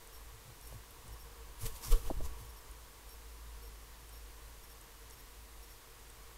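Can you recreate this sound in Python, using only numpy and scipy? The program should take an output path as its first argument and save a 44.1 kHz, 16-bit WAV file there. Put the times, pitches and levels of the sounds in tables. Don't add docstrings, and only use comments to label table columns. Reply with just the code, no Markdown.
import sys
import numpy as np
from scipy import signal
from scipy.fft import rfft, irfft, next_fast_len
from scipy.io import wavfile
from scipy.ndimage import uniform_filter1d

SR = 44100
rng = np.random.default_rng(int(sys.argv[2]) if len(sys.argv) > 2 else 0)


def wrap_up_sound(samples):
    columns = np.atleast_2d(samples).T
    tamed = np.clip(columns, -1, 1)
    steps = np.round(tamed * 32767).astype(np.int16)
    wavfile.write(sys.argv[1], SR, steps)


N = 280917


def undb(db):
    return 10 ** (np.asarray(db) / 20)


def seconds():
    return np.arange(N) / SR


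def unit(x):
    return x / np.sqrt(np.mean(x ** 2))


def noise():
    return rng.standard_normal(N)


def shape(x, gain_at):
    size = next_fast_len(N, real=True)
    hz = np.maximum(np.fft.rfftfreq(size, 1 / SR), 1)
    return unit(irfft(rfft(x, size) * gain_at(hz), size)[:N])


def colour(x, points):
    hz, db = np.transpose(points)
    return shape(x, lambda f: undb(np.interp(np.log(f), np.log(hz), db)))


def resonate(x, hz, width):
    return unit(signal.lfilter(*signal.iirpeak(min(hz, SR / 2 - 1), hz / width, fs=SR), x))


def swell(at, rise, fall):
    t = seconds() - at
    return np.exp(-np.minimum(np.where(t < 0, (t / rise) ** 2, t / fall), 20))


def drift():
    return shape(noise(), lambda f: 1 / (1 + (f / 4) ** 4))


def snap(at, hz, width, fall):
    burst = noise() * swell(at, 0.00025, fall)
    return resonate(resonate(burst, hz, width), hz, width) * np.sqrt(fall * SR / 2 / N)


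# time in seconds, level in dB before trim_db is added.
DRONE_LEVELS = [(0.0, -70), (0.27, -53.5), (0.48, -63), (0.69, -51), (0.96, -64), (1.08, -51), (2.8, -54),
                (2.95, -58), (3.25, -51), (3.76, -50), (4.0, -58.5), (4.18, -50.5), (4.75, -63),
                (5.71, -54.5), (5.8, -75), (5.98, -60), (6.34, -55)]


def drone(hz=53.36, wander_hz=0.98, trim_db=-1):
    phase = 2 * np.pi * np.cumsum(hz + wander_hz * drift()) / SR
    level_db = np.interp(seconds(), *np.transpose(DRONE_LEVELS)) + trim_db
    return np.sqrt(2) * np.sin(phase) * undb(level_db)


# pitch in Hz, width in Hz,
# relative level in dB when a wing shakes it, base level in dB in the garden's murmur.
CASE_RINGS = [(458, 21.6, 12.5, -69.5), (716, 160, -1, -81), (978, 107, -36, -69.5), (1123, 57, 2.5, -71.5),
              (2880, 300, -3, -81.5)]
# frequency in Hz, relative level in dB.
BREEZE_COLOUR = [(10, 0), (25, -2), (45, 2), (62, 0), (80, -14.5), (150, -17.5), (400, -50)]
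# time in seconds, change of level in dB.
AIR_STIR = [(0, 0), (2.4, 4.0), (2.9, 0), (6.4, -1.5)]


def garden_air(breeze_db=-59, waver_db=0.8):
    change_db = waver_db * drift() + np.interp(seconds(), *np.transpose(AIR_STIR))
    murmur = sum(undb(db) * resonate(noise(), hz, width) for hz, width, _, db in CASE_RINGS)
    breeze = undb(breeze_db) * colour(noise(), BREEZE_COLOUR)
    return (murmur + breeze) * undb(change_db)


# frequency in Hz, relative level in dB.
HISS_COLOUR = [(20, 18.5), (60, 2.5), (108, 15), (160, 3), (330, 6.5), (600, 3.5), (1400, 3), (1850, 3.5),
               (2400, 0.83), (6000, -1), (9800, -1.5), (11500, -3), (13500, -1), (14800, -5.5),
               (15600, -5.5)]


def hiss(db=-57.5):
    return undb(db) * colour(noise(), HISS_COLOUR)


TICK_TIMES = [0.0745, 0.6123, 1.0805, 2.7128, 3.0925, 4.0932, 4.813, 5.101, 6.1011]


def ticks(db=-47):
    return undb(db) * sum(snap(at, hz=9100, width=2800, fall=0.0012) for at in TICK_TIMES)


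# start in seconds, length of a pause partway in seconds.
WORK_BURSTS = [(.125, 0), (.624, 0.0022), (1.122, 0.053), (2.488, 0.052), (3.088, 0), (3.622, 0.0043),
               (4.125, 0.0049), (4.630, .043), (5.121, 0.036), (5.626, .049)]
# pitch in Hz, level in dB.
CLOCK_TONES = [(5513, -66.5), (8270, -78), (9648, -70), (12405, -65.5), (13783, -70)]


def blips(work_s=0.056, pause_after_s=0.023, rasp=0.24):
    t = seconds()
    busy = np.zeros(N)
    for at, pause in WORK_BURSTS:
        age = t - at
        before_pause = (age > 0) & (age < pause_after_s)
        after_pause = (age >= pause_after_s + pause) & (age < work_s + pause)
        busy += before_pause | after_pause
    busy = uniform_filter1d(busy, size=200)
    roughness = 1 + rasp * shape(noise(), lambda f: 1 / (1 + (f / 200) ** 2))
    whine = sum(np.sqrt(2) * undb(db) * np.sin(2 * np.pi * hz * t) for hz, db in CLOCK_TONES)
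    return busy * roughness * whine


# loudest moment in seconds, level in dB.
FOOTSTEPS = [(.338, -57.5), (.480, -52), (.743, -47.5), (1.072, -47.5), (1.640, -45.5), (1.885, -47.5),
             (2.412, -49)]
# frequency in Hz, relative level in dB.
SOIL_COLOUR = [(30, -11.5), (70, -6), (110, 8), (160, -12), (220, -14.5), (400, -26.5), (800, -25.5),
               (2000, -47), (8000, -36)]


def steps():
    thuds = sum(undb(db) * swell(at, rise=0.021, fall=0.038) for at, db in FOOTSTEPS)
    return colour(noise(), SOIL_COLOUR) * thuds


# time in seconds, pitch in Hz, level in dB.
DRY_CLICKS = [(.4408, 9000, -55), (0.503, 700, -50), (.6735, 10200, -45), (0.725, 700, -44.5),
              (.9085, 12000, -48), (5.1085, 6900, -47)]


def clicks(widest_hz=3900):
    return sum(undb(db) * snap(at, hz, min(widest_hz, hz), fall=0.0017) for at, hz, db in DRY_CLICKS)


def barbs(per_s, spread_db):
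    flicks = rng.random(N) < per_s / SR
    return unit(flicks * noise() * undb(spread_db * noise()))


# loudest moment in seconds, rise in seconds, fall in seconds,
# level in dB, pitch of the swish in Hz.
FEATHER_SWEEPS = [(.684, .01, .03, -58, 13000), (1.630, 0.033, .023, -48, 10400),
                  (1.668, 0.017, .007, -43.5, 8000), (1.763, 0.015, 0.015, -54, 8900),
                  (1.854, 0.026, 0.044, -44.5, 5430), (1.926, 0.014, 0.0059, -42, 2950),
                  (2.078, 0.03, 0.014, -56, 3030), (2.260, 0.024, 0.01, -51.5, 7000),
                  (2.40, .023, .06, -61.5, 9000)]
# frequency in Hz, relative level in dB.
FEATHER_COLOUR = [(200, 7), (650, 1.5), (1000, 11), (1400, 2), (3500, 3), (6000, 5), (10000, 5.5),
                  (13300, 6), (15500, -0.5)]


def rustle(swish_gain=0.5, settle_db=-14, settle_s=0.11):
    grains = colour(barbs(per_s=16000, spread_db=3.0), FEATHER_COLOUR)
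    fibres = barbs(per_s=12000, spread_db=4.5)
    out = 0
    for at, rise, fall, db, hz in FEATHER_SWEEPS:
        width = 0.22 * hz
        swish = resonate(resonate(fibres, hz, width), hz, width)
        sweep = unit(grains + swish_gain * swish) * swell(at, rise, fall)
        settle = undb(settle_db) * grains * swell(at + fall, rise, settle_s)
        out += undb(db) * (sweep + settle)
    return out


# time in seconds, then levels in dB of the pull, swirl and case ring.
WING_GUSTS = [(1.660, -34, -40, -54), (1.936, -15, -33, -41), (2.079, -31, -40.5, -53.5),
              (2.181, -37, -34.5, -78), (2.22, -34, -38.5, -70), (2.274, -39, -51, -60)]
# frequency in Hz, relative level in dB.
SWIRL_COLOUR = [(8, 4.5), (25, -6), (55, -5), (90, -18), (130, -21.5), (190, -38), (330, -32), (700, -67),
                (2000, -60)]


def wing_air(pull_half_s=0.01):
    swirl = colour(noise(), SWIRL_COLOUR)
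    draught = noise()
    ring = unit(sum(undb(db) * resonate(draught, hz, width) for hz, width, db, _ in CASE_RINGS))
    out = 0
    for at, pull_db, swirl_db, ring_db in WING_GUSTS:
        away = ((seconds() - at) / pull_half_s) ** 2
        out += undb(pull_db) * (away - 1) * np.exp(-np.minimum(away / 2, 20))
        out += undb(swirl_db) * swirl * swell(at, rise=0.037, fall=0.063)
        out += undb(ring_db) * ring * swell(at, rise=0.023, fall=0.033)
    return out


# time in seconds, pitch in Hz, level of the pop in dB, level of the flutter in dB.
WING_CLAPS = [(2.1027, 780, -29.5, -41), (2.1087, 230, -31, -46), (2.1122, 240, -24.5, -46),
              (2.2085, 460, -39, -44)]
# frequency in Hz, relative level in dB.
FLUTTER_COLOUR = [(80, -4), (170, 6.5), (280, 8), (420, -7), (620, 10), (900, -13), (1200, -10),
                  (2000, -40)]


def claps(pop_half_s=0.0013):
    flutter = colour(noise(), FLUTTER_COLOUR)
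    out = 0
    for at, hz, pop_db, flutter_db in WING_CLAPS:
        t = seconds() - at
        pop = np.cos(2 * np.pi * hz * t) * np.exp(-np.minimum((t / pop_half_s) ** 2, 20))
        out += undb(pop_db) * pop
        out += undb(flutter_db) * flutter * swell(at, rise=0.0063, fall=0.0057)
    return out


def scene():
    pigeon = rustle() + wing_air() + claps() + steps() + clicks()
    garden = drone() + garden_air()
    camera = blips() + ticks() + hiss()
    return (pigeon + garden + camera)[None]


def record(dry):
    top_hz = 15650
    return signal.sosfilt(signal.ellip(10, .1, 70, top_hz, fs=SR, output="sos"), dry)


dry = scene()
out = record(dry)
wrap_up_sound(out)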